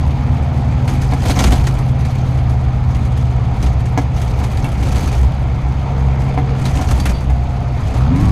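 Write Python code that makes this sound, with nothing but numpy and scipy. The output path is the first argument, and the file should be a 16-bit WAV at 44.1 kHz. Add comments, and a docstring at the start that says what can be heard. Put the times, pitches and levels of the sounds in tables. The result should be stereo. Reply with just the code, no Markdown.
"""Stereo microphone inside the cab of a heavy two-stroke diesel truck on a village road, about 8 seconds.
Crank orders, summed sines, boom in the cab air over road rumble and engine clatter, both banded noise.
Around one second bumps set off rattle, ringing fittings and panel knocks; then the crank keeps slowing.
After a calmer stretch the throttle swells near five and six seconds and another rattle burst follows;
at the end the driver blips the throttle and the crank speed jumps."""
import sys
import numpy as np
from scipy import signal
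from scipy.io import wavfile

SR = 44100
rng = np.random.default_rng(int(sys.argv[2]) if len(sys.argv) > 2 else 0)


def store_wav(level_fs):
    """Save 16-bit WAV to argv[1]."""
    pcm = np.round(np.clip(np.atleast_2d(level_fs), -1, 1) * 32767)
    wavfile.write(sys.argv[1], SR, pcm.T.astype(np.int16))


N = 366471

# crank speed sags, dips and jumps with the blip: (time [s], speed [turns per s])
CRANK_SPEED = [(0, 18.85), (.7, 18.97), (2.45, 18.02), (4.25, 17.18), (5.5, 16.71), (6.45, 16.63),
               (6.9, 16.27), (7.75, 16.0), (7.9, 14), (8.03, 15.9), (8.06, 18.3), (8.11, 20.8),
               (8.16, 22.5), (8.24, 25.4), (8.31, 26)]
# cab resonances that strengthen or weaken the orders passing them:
# (frequency [Hz], width [Hz], level change [dB])
CAB_RESONANCES = [(100, 6.1, -2.5), (114, 3.9, -1.5), (125.2, 25.6, 14.5), (253, 20, 11), (280, 30, 13),
                  (465.5, 5.4, 12.5), (703, 14, 12)]
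# crank orders heard: (cycles per turn)
CRANK_ORDERS = (4, 5, 6, 7, 8, 9, 10, 11, 12, 13, 28, 37, 40, 44)
# each order off throttle at cruise, before the cab colours it: (rms level [dB])
ORDER_LEVELS = [-21.5, -31, -29.5, -30.5, -36, -35.5, -40.5, -44, -44.5, -41, -60, -52, -53, -43]
# how each order rises or sinks as the throttle opens: (change [dB per dB])
ORDER_THROTTLE_SHARES = [0.5, -0.6, -0.45, -0.35, 0.9, -0.2, -.1, 0, 1.15, -0.6, 1.1, .2, .2, .2]
# rise or fall of each order with crank speed: (slope [dB per octave])
ORDER_SPEED_SLOPES = [-4, 20, 28, 29.5, -1, 17, 6, -3, -6.5, 23.5, -7, -4, 3, 14]
CRUISE_TURNS_PER_S = 18
TWIST_RAD, TWIST_RAD_PER_DB = .004, .0005  # the crank twists ahead and behind, more under throttle
WAVER_DB = 2.0  # slow waver of the lowest order, less higher up
ROUGH_DB, ROUGH_SHARE = 1.0, 0.08  # common flutter [dB]; each order's own flutter [dB per throttle dB]
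SIDE_PHASE_RAD = 0.047  # phase shift of each side, in opposite directions


def engine(throttle_db):
    """Sines at multiples of crank speed, each raised or lowered by throttle, speed and cab resonances."""
    times, speeds = np.transpose(CRANK_SPEED)
    turns = np.interp(np.arange(N) / SR, times, speeds)
    angle = 2 * np.pi * np.cumsum(turns) / SR
    twist = TWIST_RAD * drift(4) + TWIST_RAD_PER_DB * throttle_db * drift(20)
    octaves = np.log2(turns / CRUISE_TURNS_PER_S)
    out = 0
    for order, db, share, slope_db in zip(CRANK_ORDERS, ORDER_LEVELS, ORDER_THROTTLE_SHARES, ORDER_SPEED_SLOPES):
        change_db = share * throttle_db + slope_db * octaves
        for hz, width, centre_db in CAB_RESONANCES:
            change_db = change_db + centre_db / (1 + (2 * (order * turns - hz) / width) ** 2)
        waver_db = WAVER_DB * (CRANK_ORDERS[0] / order) ** 2 * drift(3.6)
        uneven_db = waver_db + ROUGH_SHARE * throttle_db * drift(25)
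        start = rng.uniform(0, 2 * np.pi)
        apart = SIDE_PHASE_RAD * rng.choice([-1, 1]) * np.array([[1], [-1]])
        wave = np.sqrt(2) * np.sin(order * (angle + twist) + start + apart)
        out = out + from_db(db + change_db + uneven_db) * wave * lean(order * turns.mean())
    return out * from_db(ROUGH_DB * drift(18)), angle  # firing strength is uneven


# clatter as it reaches the cab, relative: (frequency [Hz], density [dB per Hz])
CLATTER_SPECTRUM = [(150, -51), (250, 6), (349, -11.5), (455, -5.5), (627, -8.5), (773, -5.5), (1080, -9),
                    (2140, -19.5), (5500, -30.5), (7000, -80), (9100, -94)]
PULSE_DEPTH, PULSE_DEPTH_PER_DB = .04, .02  # throb with the firings, deeper under throttle


def clatter(angle, clatter_db, throttle_db):
    """Combustion and valve noise through the bulkhead: banded noise pulsing four times a turn."""
    pulse = 1 + (PULSE_DEPTH + PULSE_DEPTH_PER_DB * throttle_db) * np.cos(4 * angle)
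    return from_db(clatter_db) * coloured(CLATTER_SPECTRUM, lambda hz: pulse, patchy_db=1.5)


# loose metal and plastic in the cab, relative: (frequency [Hz], density [dB per Hz])
RATTLE_SPECTRUM = [(120, -12.5), (200, 7.5), (380, -5.5), (968, -12.5), (1040, -14.5), (1270, -10),
                   (2250, -20), (3760, -20), (6880, -26.5), (9230, -26), (11300, -34.5), (16000, -41)]
# single rattles, before their random spread and bass tilt: (time [s], level [dB])
RATTLE_TICKS = [(0.8774, 22.5), (1.018, 16), (1.135, 16.5), (1.231, 6), (1.255, 18), (1.2966, 24.5),
                (1.3895, 30.5), (1.439, 30.5), (1.52, 27.5), (1.669, 26), (2.049, 18), (2.105, 8),
                (2.495, 12), (2.947, 13.5), (3.05, 10), (3.173, 11.5), (3.626, 18.5), (3.662, 17),
                (3.795, 7), (3.856, 12.5), (3.9758, 25), (4.014, 8), (4.163, 13.5), (4.216, 18.5),
                (4.27, 2), (4.388, 12.5), (4.4386, 17), (4.515, 15), (4.572, 15), (4.6427, 17), (4.717, 13),
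                (4.8254, 15), (4.958, 20), (5.1256, 11), (5.179, 10), (5.23, 13.5), (6.379, 9), (6.655, 23),
                (6.753, 17.5), (6.7904, 1), (6.811, 18), (6.8866, 16), (6.9098, 24), (7, 17.5),
                (7.055, 27.5), (7.0926, 20.5), (7.2065, 7), (7.299, 11)]
RATTLE_DB = -30  # rms of chatter and ticks together, before the trim colours them
TICK_BASS_DB_PER_OCTAVE = 2  # ticks thin out below the mid range


def rattle(shake_db):
    """Loose parts touch at random while shaken, plus single ticks: decaying bursts of banded noise."""
    contacts = np.flatnonzero(rng.random(N) < 260 / SR)
    sizes_db = 1.5 * np.minimum(rng.exponential(1, len(contacts)), 3)
    times, tick_db = np.transpose(RATTLE_TICKS)
    tick_at = np.round(times * SR).astype(int)

    def gate(hz):
        """Envelope of all contacts in one band; each has its own colour, harder shaking is brighter."""
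        chatter, ticks = np.zeros((2, N))
        chatter[contacts] = from_db(sizes_db + rng.normal(0, 5.5, len(contacts)))
        bass_db = TICK_BASS_DB_PER_OCTAVE * min(0, np.log2(hz / 1800))
        ticks[tick_at] = from_db(tick_db + rng.normal(0, 2.5, len(tick_at)) + bass_db)
        shaken = from_db(shake_db) * rms_one(1.3 + bursts(chatter, t60=0.045))
        brightness_db = 0.04 * shake_db * np.log2(hz / 4000)
        return (shaken + bursts(ticks, t60=0.095)) * from_db(brightness_db)

    return coloured(RATTLE_SPECTRUM, gate, patchy_db=.5) * from_db(RATTLE_DB)


FITTINGS_LOW_HZ, FITTINGS_HIGH_HZ, FITTINGS_COUNT = 1900, 8500, 18  # nominal pitch range
TOUCHES_PER_S, RING_CYCLES = 500, 45  # touches of all fittings together; cycles to ring down by 60 dB
FITTINGS_DB, FITTINGS_DB_PER_OCTAVE = -43, -3  # rms level before the trim; tilt with pitch


def fittings(shake_db):
    """Shaken brackets and catches touch at random; each rings at one pitch, in one place in the cab."""
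    pitches = np.geomspace(FITTINGS_LOW_HZ, FITTINGS_HIGH_HZ, FITTINGS_COUNT)
    pitches = pitches * rng.uniform(.96, 1.04, FITTINGS_COUNT)
    touching = rng.random(N) < TOUCHES_PER_S / SR
    sizes = from_db(shake_db + 2 * np.minimum(rng.exponential(1, N), 4)) * touching
    dealt = rng.integers(0, FITTINGS_COUNT, N)  # which fitting each touch falls to
    out = 0
    for k, hz in enumerate(pitches):
        tilt = from_db(FITTINGS_DB_PER_OCTAVE * np.log2(hz / 2000))
        place = tilt * np.array([[1], [rng.uniform(-1, 1)]])
        place = place[::(-1) ** k]  # the stronger side alternates
        out = out + place * ring(sizes * (dealt == k), hz, RING_CYCLES / hz)
    return from_db(FITTINGS_DB) * rms_one(out)


# trim panels colour clatter, rattle and fittings: (frequency [Hz], width [Hz], lift [dB])
TRIM_RESONANCES = [(755, 130, 5.5), (1310, 150, 2), (2200, 300, 5.5), (6400, 600, 5)]


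def through_trim(x):
    """Each trim panel resonance adds its ringing to what passes."""
    out = x
    for hz, width, lift_db in TRIM_RESONANCES:
        ringing = signal.lfilter(*signal.iirpeak(hz, hz / width, fs=SR), x)
        out = out + (from_db(lift_db) - 1) * ringing
    return out


# small metal parts that ring out: (time [s], frequency [Hz], level [dB], decay by 60 dB [s])
SMALL_PARTS = [(2.344, 2600, -39, .04), (3.778, 2500, -38, .04), (3.875, 5200, -49, .2),
               (4.643, 2700, -28, .05), (4.65, 2250, -27, .06), (4.955, 4600, -33, .05),
               (4.975, 2400, -34, .05), (5.058, 6400, -36, .08), (5.085, 4650, -38, .15),
               (5.128, 2300, -33, .05), (6.888, 2750, -32, .06), (7.002, 4640, -32, .17),
               (7.053, 2100, -29, .06), (7.14, 4620, -39, .3)]


def pings():
    """One touch and any lighter ones in the next 12 ms set each small part ringing."""
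    out = 0
    for s, hz, db, t60 in SMALL_PARTS:
        start, end = round(s * SR), round((s + .012) * SR)
        clicks = np.zeros((2, N))
        clicks[:, start:end] = [[.35], [.2]]  # lighter touches, left and right
        clicks *= rng.random(N) < 300 / SR
        clicks[:, start] = 1
        out = out + from_db(db) * ring(clicks, hz, t60)
    return out


# knocks on the panel, relative strength: (time [s], level [dB])
PANEL_KNOCKS = [(0.878, -21), (1.124, -12.5), (1.254, -20), (1.297, -15), (1.366, -15), (1.409, -15.5),
                (1.474, -17.5), (1.52, -17), (3.632, -21.5), (3.976, -6.5), (4.161, -30), (4.416, -19),
                (4.642, -25), (6.377, -10.5), (6.666, -28), (6.749, -23), (6.794, -17.5), (6.814, -19),
                (6.909, -20), (7.298, -17.5)]
# bounces within one knock: (delay [s], level [dB])
KNOCK_BOUNCES = [(0, 2), (.0108, -1), (.0216, -10), (.034, -20)]
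# modes of the panel, relative strength: (frequency [Hz], level [dB], decay by 60 dB [s])
PANEL_MODES = [(278, -1, 0.08), (480, -9, 0.045), (742, 1, 0.045), (875, -3, 0.045), (990, -5, 0.03),
               (1320, -11, 0.022), (1660, -12, 0.04), (2072, -11.5, 0.058), (2220, -13.5, 0.054)]


def panel():
    """Every knock lands in a few uneven bounces, each ringing the panel modes with strengths of its own."""
    times, knock_db = np.transpose(PANEL_KNOCKS)
    count = len(times)
    bounces = []
    for lag, db in KNOCK_BOUNCES:
        landing = times + lag * rng.uniform(.98, 1.02, count)
        bounces.append(((landing * SR).astype(int), db))
    out = 0
    for hz, mode_db, t60 in PANEL_MODES:
        clicks = np.zeros((2, N))
        for at, db in bounces:
            spread_db = rng.normal(0, 1.5, count) + rng.normal(0, 1, (2, count))  # shared, then per side
            clicks[:, at] = from_db(knock_db + db + mode_db - 5.0 + spread_db)
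        out = out + lean(hz) * ring(clicks, hz, t60)
    return signal.lfilter([.3], [1, -.7], out)  # a padded contact dulls the knock


# road rumble as heard in the cab, relative: (frequency [Hz], density [dB per Hz])
RUMBLE_SPECTRUM = [(8.8, -20), (15, -50), (49, 0), (75, 2.5), (135, -5.5), (179, -10.5), (270, -19.5),
                   (362, -28.5), (500, -28), (650, -63)]
RUMBLE_DB, RUMBLE_SHAKE_SHARE = -21.5, 0.3  # level on calm road; rise [dB per dB of shaking]


def rumble(shake_db):
    """Road rumble: low banded noise that rises on rough patches."""
    level_db = RUMBLE_DB + RUMBLE_SHAKE_SHARE * shake_db
    return from_db(level_db) * coloured(RUMBLE_SPECTRUM, lambda hz: 1, patchy_db=2.0)


# the cab air booms to the road, level on calm road: (frequency [Hz], width [Hz], level [dB])
CAB_AIR = (60.6, 6.7, -22.5)
BOOM_SHAKE_SHARE = 0.35  # rise [dB per dB of shaking]


def boom(shake_db):
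    """Road shocks drive the lowest air resonance of the cab: noise through one narrow ringing mode."""
    hz, width, db = CAB_AIR
    t60 = np.log(1000) / (np.pi * width)
    mid, side = ring(rng.standard_normal((2, N)), hz, t60)
    level_db = db + BOOM_SHAKE_SHARE * shake_db + 2.5 * drift(1.2)
    return from_db(level_db) * lean(hz) * rms_one(mid + 0.37 * side * [[1], [-1]])


# the driver opens the throttle; each order follows the throttle swell by its own share:
# (start [s], hold [s], throttle swell [dB], clatter change [dB])
THROTTLE_OPENINGS = [(0, 0.78, 4.5, 1), (4.933, 1, 4, 0.5), (5.923, 0.74, 8.5, 2), (7.158, 0.39, 0.5, -3),
                     (8.035, 0.36, 14.5, 3.5)]
THROTTLE_RISE_DB_PER_S, THROTTLE_FALL_DB_PER_S = 243, 91
CLATTER_LEAD_S = 0.09  # combustion hardens before the note swells
CLATTER_RISE_DB_PER_S, CLATTER_FALL_DB_PER_S = 35, 20


def driver():
    """Throttle openings as level swells: one curve for the orders, an earlier, slower one for the clatter."""
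    note = [(s, hold, db) for s, hold, db, _ in THROTTLE_OPENINGS]
    hardening = [(s - CLATTER_LEAD_S, hold + CLATTER_LEAD_S, db) for s, hold, _, db in THROTTLE_OPENINGS]
    throttle_db = swells(note, THROTTLE_RISE_DB_PER_S, THROTTLE_FALL_DB_PER_S)
    load_db = swells(hardening, CLATTER_RISE_DB_PER_S, CLATTER_FALL_DB_PER_S)
    return throttle_db, load_db


# rough patches of road shake the cab: (start [s], hold [s], level above calm [dB])
ROUGH_PATCHES = [(0, 1.3, 2.5), (.9, 0.88, 11), (1.28, 0.22, 22.5), (1.4, 0.072, 22), (2.0, 0.37, 5.5),
                 (2.9, 0.43, 3), (3.6, 0.074, 7.5), (4.2, 0.49, 8), (4.87, 0.23, 16), (6.2, 0.1, 6),
                 (6.64, 0.44, 13.5), (7.8, 0.16, 9.5), (8.2, 0.15, 11)]
SHAKE_RISE_DB_PER_S, SHAKE_FALL_DB_PER_S = 113, 70


def rough_road():
    """Shaking of the cab in dB above calm road, swelling around each rough patch."""
    return swells(ROUGH_PATCHES, SHAKE_RISE_DB_PER_S, SHAKE_FALL_DB_PER_S)


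def swells(rows, rise_db_per_s, fall_db_per_s):
    """Each row reaches its level at its start, holds and falls; the highest of all rows and 0 dB counts."""
    t, out = np.arange(N) / SR, np.zeros(N)
    for start, hold, db in rows:
        before_db = rise_db_per_s * np.maximum(start - t, 0)
        after_db = fall_db_per_s * np.maximum(t - start - hold, 0)
        out = np.maximum(out, db - before_db - after_db)
    return out


# likeness of the two sides at the microphone: (frequency [Hz], left-right likeness [-1 to 1])
SIDE_LIKENESS = [(60, 0.92), (130, 1), (290, 0.12), (640, 0.43), (1400, -0.46), (3100, 0.2), (7000, -0.077),
                 (15000, 0.016)]


def coloured(spectrum, gate, patchy_db):
    """Narrow bands of gated stereo noise, each with its own level, flicker and likeness; mid rms 1."""
    low, top = spectrum[0][0], min(spectrum[-1][0], 17000)
    edges = np.geomspace(low, top, round(2.2 * np.log2(top / low)) + 1)
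    white = rng.standard_normal((2, 2, N))  # neighbouring bands take different noise
    out = 0
    for k, (lo, hi) in enumerate(zip(edges, edges[1:])):
        hz = np.sqrt(lo * hi)
        band = signal.butter(2, [lo, hi], "band", fs=SR, output="sos")
        mid, side = signal.sosfilt(band, white[k % 2] * gate(hz))
        alike = np.clip(at_hz(SIDE_LIKENESS, hz), -1, 1)
        stereo = np.sqrt(1 + alike) * mid + np.sqrt(1 - alike) * side * [[1], [-1]]
        out = out + from_db(at_hz(spectrum, hz) + patchy_db * drift(12.4)) * lean(hz) * stereo
    return out / np.sqrt(np.mean(out.mean(axis=0) ** 2))


# balance of the two sides at the microphone: (frequency [Hz], left minus right [dB])
SIDE_LEAN = [(100, 4.5), (600, 4.5), (1400, 1.5), (3000, 1.5), (12000, 0.5)]


def lean(hz):
    """Left and right gains at one pitch."""
    return from_db(at_hz(SIDE_LEAN, hz) * np.array([[.5], [-.5]]))


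def ring(clicks, hz, t60):
    """A damped two-pole resonator: a unit click sets a sine of starting height 1 ringing."""
    r, w = from_db(-60 / (t60 * SR)), 2 * np.pi * hz / SR
    return signal.lfilter([0, np.sin(w)], [1, -2 * r * np.cos(w), r * r], clicks + 1e-18)


def bursts(sizes, t60):
    """Each click starts an envelope that falls by 60 dB in t60 seconds."""
    return signal.lfilter([1], [1, -from_db(-60 / (t60 * SR))], sizes + 1e-18)


def drift(rate):
    """Slow chance with spread 1: noise through two equal low-pass poles at rate [Hz]."""
    r = np.exp(-80 * np.pi * rate / SR)  # one step per 40 samples
    slow = signal.lfilter([1], [1, -2 * r, r * r], rng.standard_normal(N // 40 + 2002))[2000:]
    return np.interp(np.arange(N) / 40, np.arange(len(slow)), rms_one(slow))


def at_hz(points, hz):
    """Read a (frequency [Hz], value) table on a log axis."""
    table_hz, values = np.transpose(points)
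    return np.interp(np.log(hz), np.log(table_hz), values)


def from_db(db):
    """Decibels to gain."""
    return np.exp(np.asarray(db) * (np.log(10) / 20))


def rms_one(x):
    """Scale to rms 1."""
    return x / np.sqrt(np.mean(x ** 2) + 1e-20)


CLATTER_DB, CLATTER_SHAKE_SHARE = -30.5, 0.023  # off throttle on calm road, before the trim; rise with shaking
ORDER_SHAKE_SHARE = -.15  # the clean note sinks while the cab is shaken


def scene():
    """All sources in the cab, those behind the trim coloured by it."""
    throttle_db, load_db = driver()
    shake_db = rough_road()
    orders, angle = engine(throttle_db)
    note = from_db(ORDER_SHAKE_SHARE * shake_db) * orders
    clatter_db = CLATTER_DB + load_db + CLATTER_SHAKE_SHARE * shake_db
    trimmed = through_trim(clatter(angle, clatter_db, throttle_db) + rattle(shake_db) + fittings(shake_db))
    road = rumble(shake_db) + boom(shake_db)
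    return note + trimmed + pings() + panel() + road


CUTOFF_HZ = 16400  # full attenuation from here up


def record(dry):
    """The microphone chain: peaks are rounded, the top is cut."""
    top_cut = signal.cheby2(12, 70, CUTOFF_HZ, fs=SR, output="sos")
    return signal.sosfilt(top_cut, np.tanh(dry))


dry = scene()
out = record(dry)
store_wav(out)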